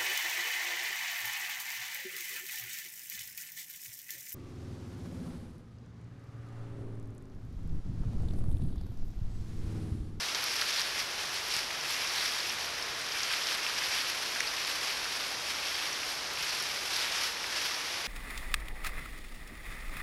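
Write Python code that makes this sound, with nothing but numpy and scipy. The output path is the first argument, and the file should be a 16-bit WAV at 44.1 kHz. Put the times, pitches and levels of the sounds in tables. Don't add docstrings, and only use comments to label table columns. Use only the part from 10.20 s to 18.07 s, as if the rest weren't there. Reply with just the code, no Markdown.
import sys
import numpy as np
from scipy import signal
from scipy.fft import rfft, irfft
from scipy.io import wavfile
from scipy.ndimage import uniform_filter1d

SR = 44100
rng = np.random.default_rng(int(sys.argv[2]) if len(sys.argv) > 2 else 0)


def dump(signal):
    limited = np.clip(np.atleast_2d(signal).T, -1, 1)
    pcm = np.round(limited * 32767).astype(np.int16)
    wavfile.write(sys.argv[1], SR, pcm)


def ratio_of_db(decibels):
    return 10 ** (np.asarray(decibels, float) / 20)


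N = 347067
TIME = np.arange(N) / SR
FREQ = np.maximum(np.arange(N // 2 + 1) * SR / N, 1.)


def set_rms(x, db):
    return x * ratio_of_db(db) / np.sqrt(np.mean(x ** 2))


def colour(x, points):
    hz, db = np.transpose(points)
    gain_db = np.interp(np.log(FREQ), np.log(hz), db)
    return irfft(rfft(x) * ratio_of_db(gain_db), N)


def walk(rate_hz):
    hold = int(SR / rate_hz)
    steps = rng.standard_normal(N)[np.arange(N) // hold]
    smooth = uniform_filter1d(uniform_filter1d(steps, hold), hold)
    return smooth / np.std(smooth)


def hiss():
    # pitch_hz [Hz], density_db [dB per Hz]
    hiss_spectrum = [(15, -100), (25, -85), (82, -82.5), (210, -85), (331, -79), (600, -77), (1300, -75.3),
                     (3700, -78.3), (5700, -77), (7800, -93), (11600, -90.5), (13600, -107), (15600, -106)]
    return colour(rng.standard_normal(N) * np.sqrt(SR / 2), hiss_spectrum)


def drone():
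    # time_s [s], firing_db [dB rms], second_db [dB rms]
    engine_levels = [
        (0, -67.5, -71),
        (2.7, -68, -67.5),
        (3.4, -89, -75.5),
        (5.4, -66, -78),
        (6.0, -69, -72),
        (7.1, -64, -74.5),
        (7.87, -78, -70),
    ]
    time_s, firing_db, second_db = np.transpose(engine_levels)
    firing_hz = 71.3 * (1 + .025 * walk(5.9))
    phase = 2 * np.pi * np.cumsum(firing_hz) / SR
    firing_level = np.interp(TIME, time_s, firing_db) + 2.3 * walk(4.85) - 2.5
    second_level = np.interp(TIME, time_s, second_db) + 1.9 * walk(3.4)
    lines = ratio_of_db(firing_level) * np.sin(phase) + ratio_of_db(second_level) * np.sin(2 * phase)
    return np.sqrt(2) * lines


def wood(x):
    t60_s, tail_db = .045, -11
    t = np.arange(SR // 2) / SR
    tail = rng.standard_normal(len(t)) * ratio_of_db(-60 * t / t60_s) * (t > .002)
    tail /= np.sqrt(np.sum(tail ** 2))
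    return x + ratio_of_db(tail_db) * signal.fftconvolve(x, tail)[:N]


def add_fracture(track, start_s, peak_db, pitch_hz, cycles):
    turns = (np.arange(1024) - 128) * pitch_hz / SR
    steepness = np.where(turns < 0, 2.5, 1)
    swell = np.exp(-steepness * (turns / max(cycles, .5)) ** 2 * 2)
    ring = ratio_of_db(peak_db) * swell * np.cos(2 * np.pi * turns)
    i = int(start_s * SR + 1.5 * SR / pitch_hz) - 85
    track[i:i + 1024] += ring[:len(track) - i]


def leaf_snaps():
    # start_s [s], peak_db [dB], pitch_hz [Hz]
    big_snaps = [(0.414, -25, 2860), (0.4198, -20, 1650), (0.779, -24, 1940), (0.9906, -23, 3120),
                 (1.389, -30, 1920), (1.4308, -25, 2620), (1.505, -25, 2340), (1.6576, -27, 2450),
                 (1.7, -27, 3360), (2.2024, -26, 3190), (2.2573, -24, 2780), (2.3022, -22, 2720),
                 (2.4089, -27, 2990), (2.6807, -28, 1960), (3.1353, -30, 3000), (3.246, -31, 2000),
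                 (3.3194, -26, 1560), (3.424, -28, 2060), (3.464, -16, 2900), (3.866, -23, 2570),
                 (4.1596, -24, 1720), (4.2043, -14.5, 2050), (4.4777, -24, 2560), (4.8546, -26, 1650),
                 (5.4826, -25, 2930), (5.516, -25, 1890), (5.656, -25, 2840), (5.831, -23, 2420),
                 (6.1729, -24, 2870), (7.241, -23.5, 2100)]
    track = np.zeros(N)
    for start_s, peak_db, pitch_hz in big_snaps:
        add_fracture(track, start_s, peak_db, pitch_hz, 1.9)
    return track


def leaf_ticks():
    # start_s [s], peak_db [dB], pitch_hz [Hz]
    crisp_ticks = [(0.1466, -10, 4900), (0.2394, -17, 5250), (0.2603, -19, 5390), (0.2962, -21, 5420),
                   (0.413, -10.5, 4700), (0.5841, -18, 4450), (0.595, -17.5, 4440), (0.6155, -18, 5400),
                   (1.337, -16.5, 5380), (1.3645, -8.5, 5000), (1.6097, -20, 5480), (1.8721, -21, 5400),
                   (1.9814, -18, 4080), (2.135, -22, 4840), (2.2019, -21, 4790), (2.2952, -18, 5640),
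                   (2.6239, -19, 5300), (2.9203, -18, 5330), (3.0318, -11, 5430), (3.5877, -22, 5440),
                   (4.203, -15, 5860), (4.2732, -17, 4600), (4.927, -23, 5100), (5.5518, -22, 4400),
                   (5.7284, -20, 5440), (6.2253, -19, 5600), (6.3051, -20, 4650), (6.764, -20, 5350),
                   (6.9217, -20, 5220), (7.5423, -20, 5390)]
    hard_db, cycles_lost_per_db = -14, 0.7
    track = np.zeros(N)
    for start_s, peak_db, pitch_hz in crisp_ticks:
        late, shift = rng.random(2)
        cycles = 4.06 - cycles_lost_per_db * max(peak_db - hard_db, 0)
        add_fracture(track, start_s, peak_db - 5.5, pitch_hz, cycles)
        tear_s = start_s + .0008 + .0012 * late
        add_fracture(track, tear_s, peak_db - 6.5, pitch_hz * (.94 + .12 * shift), cycles)
    return track


def leaf_flecks():
    # start_s [s], peak_db [dB], pitch_hz [Hz]
    edge_flecks = [(0.2219, -35, 11100), (0.2394, -33, 8000), (0.24, -22.5, 11300), (0.3406, -32, 11600),
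                   (0.412, -28, 10900), (0.5955, -34, 11100), (0.7602, -42, 10800), (1.2825, -32, 11600),
                   (1.696, -28, 8070), (2.1031, -43, 9260), (2.3191, -39, 11700), (2.4573, -34, 11700),
                   (2.611, -35, 9590), (2.7955, -34, 11000), (2.814, -33, 8800), (4.204, -26, 9790),
                   (4.4747, -34, 11100), (5.0823, -30, 10400), (6.134, -32, 11800), (6.2068, -33, 9880),
                   (6.2262, -32, 11600), (6.4018, -29, 10700), (6.4243, -27, 10700), (6.7705, -30, 11300),
                   (6.8892, -39, 11800)]
    track = np.zeros(N)
    for start_s, peak_db, pitch_hz in edge_flecks:
        add_fracture(track, start_s, peak_db - .5, pitch_hz, 5.)
    return track


def stem_cracks():
    # start_s [s], peak_db [dB], pitch_hz [Hz]
    brittle_stems = [(0.4958, -12, 5560), (0.5055, -17, 5300), (0.5268, -13, 4710), (0.5395, -15, 4700),
                     (0.595, -13, 4220), (0.4128, -18, 5200), (0.4158, -19, 4600), (1.3369, -18, 5400),
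                     (1.343, -19, 4800), (3.1375, -19, 4200), (0.2394, -20, 6500), (5.5518, -20, 5000),
                     (0.6155, -17, 5480), (1.2964, -24, 5210), (1.9974, -19, 4590), (3.1353, -16, 2920),
                     (3.2695, -10, 5400), (3.2864, -15, 3200), (3.3104, -25, 3230), (4.4328, -30, 3890),
                     (4.448, -14, 5150), (5.4824, -23.5, 3000), (5.6854, -20, 5320), (5.8304, -25, 3000),
                     (6.8144, -20, 5560), (6.8444, -17, 2540)]
    # pitch_hz [Hz], gain_db [dB]
    housing_response = [(1, 0), (5700, 0), (7000, -10), (13000, -12), (14000, -25)]
    track = np.zeros(N)
    for start_s, peak_db, pitch_hz in brittle_stems:
        add_fracture(track, start_s, peak_db - 2., pitch_hz, 1.2)
    return colour(track, housing_response)


def stirring():
    # time_s [s], effort_db [dB], crispness_db [dB]
    snout_rooting = [(0, -41, 2.5), (.3, -41.5, 0.5), (.95, -45, 1), (1.5, -44.5, -1), (1.8, -40, -0.5),
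                     (2.3, -42.5, 1.5), (2.74, -47.5, -5), (2.98, -40.5, -1), (3.85, -39.5, -3.5),
                     (4.05, -46, -3), (4.72, -40, -3), (5.18, -46, -1), (5.52, -40, -0.5),
                     (6.09, -46, -0.5), (6.26, -41, 1), (6.6, -43, 2), (7.17, -45.5, -1.5),
                     (7.87, -45.5, -4)]
    # peak_s [s], effort_db [dB], fade_s [s per 10 dB, anything below
    # .05 counts as .05], crispness_db [dB]
    hog_shoves = [(.15, -44, .1, -2), (.24, -50, 0.5, 3), (.34, -41, 0.13, 3.5), (.42, -41, 0.14, -1),
                  (.53, -44.5, 0.1, 4), (.6, -37.5, 0.07, 1.5), (.79, -38.5, 0.04, 2),
                  (1.02, -42.5, 0.08, 1.5), (1.16, -43, -0.2, 5), (1.345, -38.5, .085, 5),
                  (1.51, -45, -0.1, -1), (1.71, -38.5, -0.2, 4), (2.0, -39, .2, 2.5), (2.14, -44, 0, 0),
                  (2.27, -44.5, 0.06, 5), (2.69, -46.5, 1, -16), (3.138, -36.5, 0, -0.5),
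                  (3.3, -42.5, 0.06, 6), (3.47, -40, -0.04, -1), (3.59, -38, -0.16, -3),
                  (3.74, -39, .12, -0.5), (4.21, -49, 0.28, -7), (4.49, -41, -0.37, 4),
                  (1.8, -39.5, -0.04, 0), (2.42, -45, -0.1, 0), (2.62, -54, -0.3, 2), (2.97, -40, -0.4, 0),
                  (3.03, -45, -0.15, 2), (3.92, -43, 2.1, 3),
                  (4.28, -49, -1.23, 4), (4.63, -40, -0.4, -1), (4.71, -42, -0.2, 1),
                       (4.93, -46, -0.5, 4), (5.06, -46.5, -0.17, 4), (5.3, -39.5, 0.05, -0.5),
                       (5.54, -42, -0.07, 0), (5.67, -48, .1, 1), (5.9, -44, -0.04, 5), (6.24, -44, .1, 1),
                       (6.33, -42, .12, 2), (6.76, -38.5, .11, 2.5), (6.84, -36.5, 0.1, -3),
                       (6.95, -37, 0.1, 0.5), (7.04, -36.5, .06, 2), (7.37, -41, 0.13, 2.5),
                       (7.465, -40, 0.17, -0.5), (7.69, -45, 0.5, 1.5), (7.87, -38.5, 0.1, -1)]
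    rise_share = 0.78
    round_top = 0.14
    fine_per_crisp = 1
    t = TIME[::64]
    root_s, root_db, root_crisp_db = np.transpose(snout_rooting)
    columns = np.transpose(sorted(hog_shoves))[:, :, None]
    peak_s, peak_db, fade_s, peak_crisp_db = columns
    after = (t - peak_s) / np.maximum(fade_s, 1 / 20)
    after = np.where(after < 0, after / rise_share, after)
    shoves_db = peak_db - 10 * (np.hypot(after, round_top) - round_top)

    def effort(crisp_share):
        rooting_power = ratio_of_db(np.interp(t, root_s, root_db + crisp_share * root_crisp_db)) ** 2
        shove_power = np.sum(ratio_of_db(shoves_db + crisp_share * peak_crisp_db) ** 2, axis=0)
        return 10 * np.log10(rooting_power + shove_power)

    low, crisp, fine = effort(0), effort(1), effort(fine_per_crisp)
    return [np.interp(TIME, t, curve) for curve in (low, crisp - low, fine - low)]


def cracks(rate_hz, spread_db):
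    happens = rng.random(N) < rate_hz / SR
    size = ratio_of_db(spread_db * rng.exponential(size=N))
    return set_rms(happens * rng.standard_normal(N) * size, 0)


def rustle():
    leaf_size_hz = [2000, 5000, 10500]
    # pitch_hz [Hz], density_db [dB per Hz]
    litter_spectrum = [(500, -17.5), (900, -4.5), (1800, 2.5), (2600, 3.5), (3600, 1.5), (5600, 3.5),
                       (6500, -7.5), (7800, -10.5), (9500, -13), (11600, -8), (12600, -18), (13800, -32),
                       (15600, -25)]
    low_db, crisp_db, fine_db = stirring()
    push_db = np.array([0 * TIME, crisp_db, fine_db])
    push_db -= push_db.mean(axis=1, keepdims=True)
    broad, broad_share = cracks(10000., .8), .35
    bursts_db = 1.1 * walk(160.) + .3 * walk(60.)
    size_octaves = np.log2(np.array(leaf_size_hz) / 2000)
    litter = 0
    for octave in np.arange(-4, 6.1) / 2:
        away = np.log2(FREQ / 2000) - octave
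        band = np.cos(np.pi * np.clip(away, -.5, .5))
        own = cracks(3500. * 2 ** (octave / 2), .9)
        grains = np.sqrt(broad_share) * broad + np.sqrt(1 - broad_share) * own
        mix = [np.interp(octave, size_octaves, row) for row in np.eye(3)]
        gain_db = np.dot(mix, push_db) + bursts_db + .8 * walk(60.)
        litter = litter + ratio_of_db(gain_db) * irfft(rfft(grains) * band, N)
    return set_rms(colour(litter, litter_spectrum), 3.5) * ratio_of_db(low_db)


def scene():
    fractures = leaf_snaps() + leaf_ticks() + leaf_flecks() + stem_cracks()
    return (hiss() + drone() + wood(fractures) + rustle())[None]


def roll_off(x):
    return signal.sosfilt(signal.butter(12, 15700, fs=SR, output="sos"), x)


def record(dry):
    top_hz = 15720
    cut = colour(dry[0], [(1, 0), (top_hz, 0), (top_hz + 60, -60)])[None]
    return roll_off(cut)


dry = scene()
out = record(dry)
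dump(out)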